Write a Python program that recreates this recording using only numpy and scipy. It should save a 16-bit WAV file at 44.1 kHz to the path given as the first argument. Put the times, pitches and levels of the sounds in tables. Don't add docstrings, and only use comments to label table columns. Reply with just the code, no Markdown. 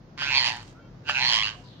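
import sys
import numpy as np
from scipy import signal
from scipy.fft import rfft, irfft
from scipy.io import wavfile

SR = 44100
rng = np.random.default_rng(int(sys.argv[2]) if len(sys.argv) > 2 else 0)


def ratio_of_db(decibels):
    return 10 ** (np.asarray(decibels, float) / 20)


def output_pcm(signal):
    pcm = np.clip(np.atleast_2d(signal).T, -1, 1) * 32767
    wavfile.write(sys.argv[1], SR, np.round(pcm).astype(np.int16))


N = 79380
EARS = np.array([[1], [-1]])


def rms_one(x):
    return x / np.sqrt(np.mean(x ** 2) + 1e-20)


def in_time(rows):
    s, db, *rest = np.transpose(rows)
    t = np.arange(N) / SR
    level_db = np.interp(t, s, db, -200, -200)
    return [level_db] + [np.interp(t, s, column) for column in rest]


def at_hz(points, hz):
    p = np.array(points)
    return np.interp(np.log(hz + 1), np.log(p[:, 0] + 1), p[:, 1])


def colour(x, points, share=1):
    gain_db = share * at_hz(points, np.fft.rfftfreq(N, 1 / SR))
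    return irfft(rfft(x) * ratio_of_db(gain_db), N)


def drift(rate_hz):
    r = np.exp(-80 * np.pi * rate_hz / SR)
    noise = rng.standard_normal(N // 40 + 2002)
    slow = signal.lfilter([1], [1, -2 * r, r * r], noise)[2000:]
    return np.interp(np.arange(N) / 40, np.arange(len(slow)), rms_one(slow))


def squawk(rows, first_burst_s):
    # frequency in Hz, relative level in dB per Hz.
    throat = [(290, -44), (500, -17), (950, -2), (1290, -13), (1900, -2), (2400, -2), (3190, -4.5),
              (4400, -4.5), (5500, -11), (7130, -15.5), (8300, -35.5), (10500, -37), (15500, -47)]
    # frequency in Hz, gain in dB.
    beak = [(300, -18), (700, -6), (960, 1), (1300, 2.5), (2200, -6), (2850, -0.5), (3700, -7),
            (4400, -3.5), (5400, 6), (6400, -3.5), (7400, -42), (8500, 0), (12000, -12.5)]
    # time in seconds, relative level in dB.
    nasal = [(.17, -8), (.228, -3.5), (.292, -4), (.33, -19), (.6, -35), (1.045, -2.5), (1.136, -4),
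             (1.19, -2.5), (1.23, -40), (1.42, -53), (1.47, -11), (1.56, -9)]
    upper_partials = [-27, -17.5, -54, -58, -49, -64, -33.5]
    rise_s, fall_s = 0.0017, 0.0014
    jitter_s, spread_db, pitch_spread = .00006, .6, .004
    nasal_hz = 1554
    high_ring_rise = .08
    slip_rad, scatter_rad = 1.3, .3
    breath_alike = 0.21
    between_db, breath_db = -10, -9

    db, rate, low_hz, low_db, hz, rise, p2, p3, high_hz, high_db = in_time(rows)
    turns = np.cumsum(rate) / SR
    turns -= turns[int(first_burst_s * SR)]
    burst = np.round(turns).astype(int)
    luck = rng.standard_normal((400, 27))[burst % 400]
    u = (turns - burst) / rate + jitter_s * luck[:, 0]
    gate = np.exp(-.5 * (u / np.where(u < 0, rise_s, fall_s)) ** 2)
    gate = gate * ratio_of_db(spread_db * luck[:, 1])

    turn = 2 * np.pi * (1 + pitch_spread * luck[:, 2])
    slip = slip_rad * np.cumsum(rng.standard_normal((400, 4)), axis=0)[burst % 400].T

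    def run_on(f):
        return 2 * np.pi * np.cumsum(f) / SR + (turn - 2 * np.pi) * f * u

    def sweep_up(f, share):
        return turn * f * share * u * u / (4 * rise_s)

    buzz_phase = run_on(hz) + slip[0] / 4 + sweep_up(hz, rise)
    high_phase = run_on(high_hz) + slip[2] + sweep_up(high_hz, high_ring_rise)
    parts = [(low_db, run_on(low_hz) + slip[1]),
             (high_db, high_phase),
             (in_time(nasal)[0], run_on(nasal_hz + 0 * u) + slip[3])]
    for j, partial_db in enumerate([p2, p3, *upper_partials]):
        parts.append((partial_db, (j + 2) * buzz_phase))
    voice = np.zeros((2, N))
    for j, (part_db, angle) in enumerate(parts):
        strength = ratio_of_db(part_db + spread_db * luck[:, 3 + j])
        voice += strength * np.cos(angle + EARS * scatter_rad * luck[:, 15 + j])

    mid, side = rng.standard_normal((2, N))
    air = np.sqrt(1 + breath_alike) * mid + np.sqrt(1 - breath_alike) * side * EARS
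    breath = ratio_of_db(breath_db) * rms_one(colour(air, throat))
    level = ratio_of_db(db)
    return colour(level * gate * np.sqrt(2) * voice, beak) + level * (gate + ratio_of_db(between_db)) * breath


def parrot():
    # time in seconds, relative level in dB, bursts per second,
    # low ring in Hz and dB, buzz pitch in Hz, its rise in a burst as a share,
    # partials 2 and 3 in dB, high ring in Hz and dB.
    squawk_tables = [
        [(.17, -70, 141, 1000, -18, 992.3, 0.23, -24, 1, 4750, -12),
         (.178, -41.5, 142.3, 1068, -9.5, 1050, 0.45, -0.5, -8, 4640, -11.5),
         (.228, -33, 143.5, 1030, -20, 999, 0.25, -4, 4, 4750, -6),
         (.292, -32.5, 138, 990, -19, 1311, 0.2, 3, -9, 4320, -18),
         (.315, -31.5, 132.2, 899.7, -10.5, 1227, 0.33, 5.5, -7, 4300, -4.5),
         (.374, -26.5, 133.2, 974, -11, 1178, 0.21, 4, 2, 4450, 5.5),
         (.414, -28.5, 122.2, 920, -10, 1008, 0.12, -2, -4.5, 4300, 4.5),
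         (.476, -22.5, 117.8, 930.4, -16, 1001, 0.17, -14.5, -5.5, 4560, -11.5),
         (.542, -37.5, 117.5, 839, -4.5, 913, 0.16, -4, -10.5, 4370, -7.5),
         (.63, -55, 121.8, 888, -6, 875, 0.87, -6, -30, 4450, -4)],
        [(1.035, -69.5, 150.5, 863.8, -12, 1327, 0.066, -5, -18, 4500, -27),
         (1.094, -29.5, 143, 860, -15, 1458, 0.28, 4, -31, 4650, -4.5),
         (1.136, -35.5, 133.6, 841.4, -15, 1342, 0.12, -4.5, -23, 4300, -33),
         (1.164, -33, 129.2, 825.2, -9.5, 1303, 0.26, 8.5, -18, 4280, -16),
         (1.224, -30.5, 125.3, 886, -5, 1110, 0.28, 4, 0.5, 4190, 6),
         (1.278, -26.5, 122.3, 950, -16, 1046, 0.23, -2, -5, 4320, 6),
         (1.34, -21, 112.6, 1020, -20, 1048, 0.13, -14, -2.5, 4400, -12.5),
         (1.431, -30.5, 105.7, 1090, -9.5, 1092, 0.13, 5, 4.5, 4300, -4.5),
         (1.434, -29.5, 103, 1183, -13.5, 1367, 0.086, 3.5, -1, 4600, -2),
         (1.486, -32.5, 107.5, 1150, -20.5, 1501, 0.15, 0, -10, 4600, -9),
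         (1.56, -55, 114, 1118, -2, 1434, 0.055, -13, -29, 4500, -40)],
    ]
    first_bursts = [.1775, 1.0625]
    return ratio_of_db(6.5) * sum(squawk(rows, s) for rows, s in zip(squawk_tables, first_bursts))


def strike(hits, modes):
    out = np.zeros(N)
    s, db = np.transpose(hits)
    for hz, level_db, t60 in modes:
        clicks = np.full(N, 1e-18)
        clicks[(s * SR).astype(int)] = ratio_of_db(db + level_db + rng.normal(0, 0.27, len(s)))
        r = ratio_of_db(-60 / (t60 * SR))
        w = 2 * np.pi * hz / SR
        out += signal.lfilter([0, np.sin(w)], [1, -2 * r * np.cos(w), r * r], clicks)
    return out


def tub_knocks():
    # time in seconds, relative level in dB.
    knocks = [(.2205, -28), (1.0945, -19.5)]
    # frequency in Hz, relative level in dB, t60 in seconds.
    tub_modes = [(605, -11.5, 0.22), (880, 0.5, 0.016), (1226, 9, 0.013), (1740, -2, 0.11),
                 (2660, -20, 0.027), (4600, -16, 0.029), (9800, -24, 0.011)]
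    high_pass = signal.butter(4, 600, "high", fs=SR, output="sos")
    return ratio_of_db(-4.5) * signal.sosfilt(high_pass, strike(knocks, tub_modes))


def tub_ticks():
    # time in seconds, relative level in dB.
    ticks = [(.569, -34), (.629, -41), (.689, -50)]
    # frequency in Hz, relative level in dB, t60 in seconds.
    tick_modes = [(3100, 0, .014), (4300, -8, .006), (5400, -8, .006), (6600, -6, .008), (8500, -25, .005)]
    return strike(ticks, tick_modes)


def rustle():
    # time in seconds, relative level in dB.
    rustle_levels = [(.5, -55), (.58, -56.5), (.7, -59), (.82, -89), (1.45, -77), (1.56, -61), (1.8, -83)]
    grains = rng.standard_normal((2, N)) * ratio_of_db(2.5 * drift(90))
    band = signal.butter(4, [1000, 7000], "band", fs=SR, output="sos")
    return ratio_of_db(in_time(rustle_levels)[0]) * rms_one(signal.sosfilt(band, grains))


def space(x):
    # frequency in Hz, left minus right in dB.
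    shadow = [(300, 2), (640, 0.5), (1410, 0), (2400, -6.5), (4400, -6), (8000, -3.5), (15000, -3)]
    early_db, tail_db, tail_t60_s, wall_cut_hz = -14, -19, .35, 4000
    left_lag_s = .0001
    t = np.arange(int(.5 * SR)) / SR
    sparse = rng.random((2, len(t))) < .02
    early = rng.standard_normal((2, len(t))) * sparse * np.exp(-t / 0.012) * (t > .0008)
    low_pass = signal.butter(1, wall_cut_hz, fs=SR, output="sos")
    tail = signal.sosfilt(low_pass, rng.standard_normal((2, len(t))))
    tail *= ratio_of_db(-60 * t / tail_t60_s) * (t > .008)

    def unit_energy(v):
        return v / np.sqrt(np.sum(v ** 2, axis=1, keepdims=True))

    echoes = ratio_of_db(early_db) * unit_energy(early) + ratio_of_db(tail_db) * unit_energy(tail)
    wet = signal.fftconvolve(x, echoes, axes=1)[:, :N]
    delay = np.exp(-2j * np.pi * np.fft.rfftfreq(N, 1 / SR) * left_lag_s)
    late = irfft(rfft(x[0]) * delay, N)
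    return np.array([colour(late + wet[0], shadow, .5), colour(x[1] + wet[1], shadow, -.5)])


def horn():
    # time in seconds, relative level in dB, pitch as a share.
    horn_course = [(.735, -85, .94), (.755, -57, .94), (.8, -52, 1), (.825, -66, 1), (.86, -62, 1),
                   (.885, -64, 1), (.9, -80, 1)]
    # frequency in Hz at a pitch share of 1, relative level in dB.
    horn_lines = [(1385, 0), (1510, -8)]
    db, share = in_time(horn_course)
    t = np.cumsum(share) / SR
    out = np.zeros(N)
    for hz, line_db in horn_lines:
        out += ratio_of_db(line_db + drift(10)) * np.sin(2 * np.pi * hz * t + .6 * drift(20))
    return ratio_of_db(db) * out


def far_tones():
    # start in seconds, end in seconds, frequency in Hz, peak level in dB.
    tones = [(.79, .89, 2261, -68), (.81, .88, 2710, -70), (.78, .9, 3161, -69), (1.555, 1.62, 720, -55),
             (1.62, 1.695, 985, -59)]
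    t = np.arange(N) / SR
    out = np.zeros(N)
    for start, end, hz, db in tones:
        along = np.clip((t - start) / (end - start), 0, 1)
        swell = np.sqrt(np.sin(np.pi * along) + 1e-18)
        out += ratio_of_db(db) * swell * np.sin(2 * np.pi * hz * t)
    return out


def chirp():
    # time in seconds, level in dB, pitch in Hz.
    trill = [(1.64, -61, 4350), (1.67, -56.5, 4270), (1.72, -56.5, 3840), (1.75, -59.5, 3600),
             (1.8, -59.5, 3730)]
    db, hz = in_time(trill)
    low_pass = signal.butter(2, 600, fs=SR, output="sos")
    blur = rms_one(signal.sosfilt(low_pass, rng.standard_normal((2, N))))
    return ratio_of_db(db) * blur * np.sqrt(2) * np.sin(2 * np.pi * np.cumsum(hz) / SR)


def background():
    # frequency in Hz, likeness of the two ears from 0 to 1.
    likeness = [(30, 0.81), (60, 0.97), (180, 0.97), (350, 0.82), (550, 0.54), (1650, 0), (15000, 0.1)]
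    # frequency in Hz, left minus right in dB.
    back_pan = [(60, 0), (240, 2.5), (950, 0), (3770, -4.5), (15000, -2)]
    # frequency in Hz, relative level in dB per Hz.
    back_colour = [(15, -23), (33, -39), (42, 4), (50, 2), (62, -19), (80, -9.5), (100, 2), (133, 3),
                   (215, -6.5), (320, -8), (400, -14), (523, -12), (684, -16.5), (919, -19), (1750, -25),
                   (2300, -31), (3500, -34), (5140, -34), (6800, -41), (8000, -69), (15500, -51.5)]
    # time in seconds, change of level in dB.
    back_swell = [(0, -1.5), (.3, 3.5), (.65, 2), (.9, 1), (1.2, 2.5), (1.6, 1.5), (1.8, 1)]
    mid, side = rfft(rng.standard_normal((2, N)))
    hz = np.fft.rfftfreq(N, 1 / SR)
    alike = at_hz(likeness, hz)
    noise = np.sqrt(1 + alike) * mid + np.sqrt(1 - alike) * side * EARS
    gain_db = at_hz(back_colour, hz) + at_hz(back_pan, hz) / 2 * EARS
    out = rms_one(irfft(noise * ratio_of_db(gain_db), N))
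    swell_db = np.interp(np.arange(N) / SR, *np.transpose(back_swell))
    return ratio_of_db(-48.5 + swell_db) * out


def scene():
    near = parrot() + tub_knocks() + tub_ticks() + rustle()
    return space(near) + horn() + far_tones() + chirp() + background()


def top_cut(x):
    return signal.sosfilt(signal.butter(12, 15710, fs=SR, output="sos"), x)


def record(dry):
    return top_cut(dry)


dry = scene()
out = record(dry)
output_pcm(out)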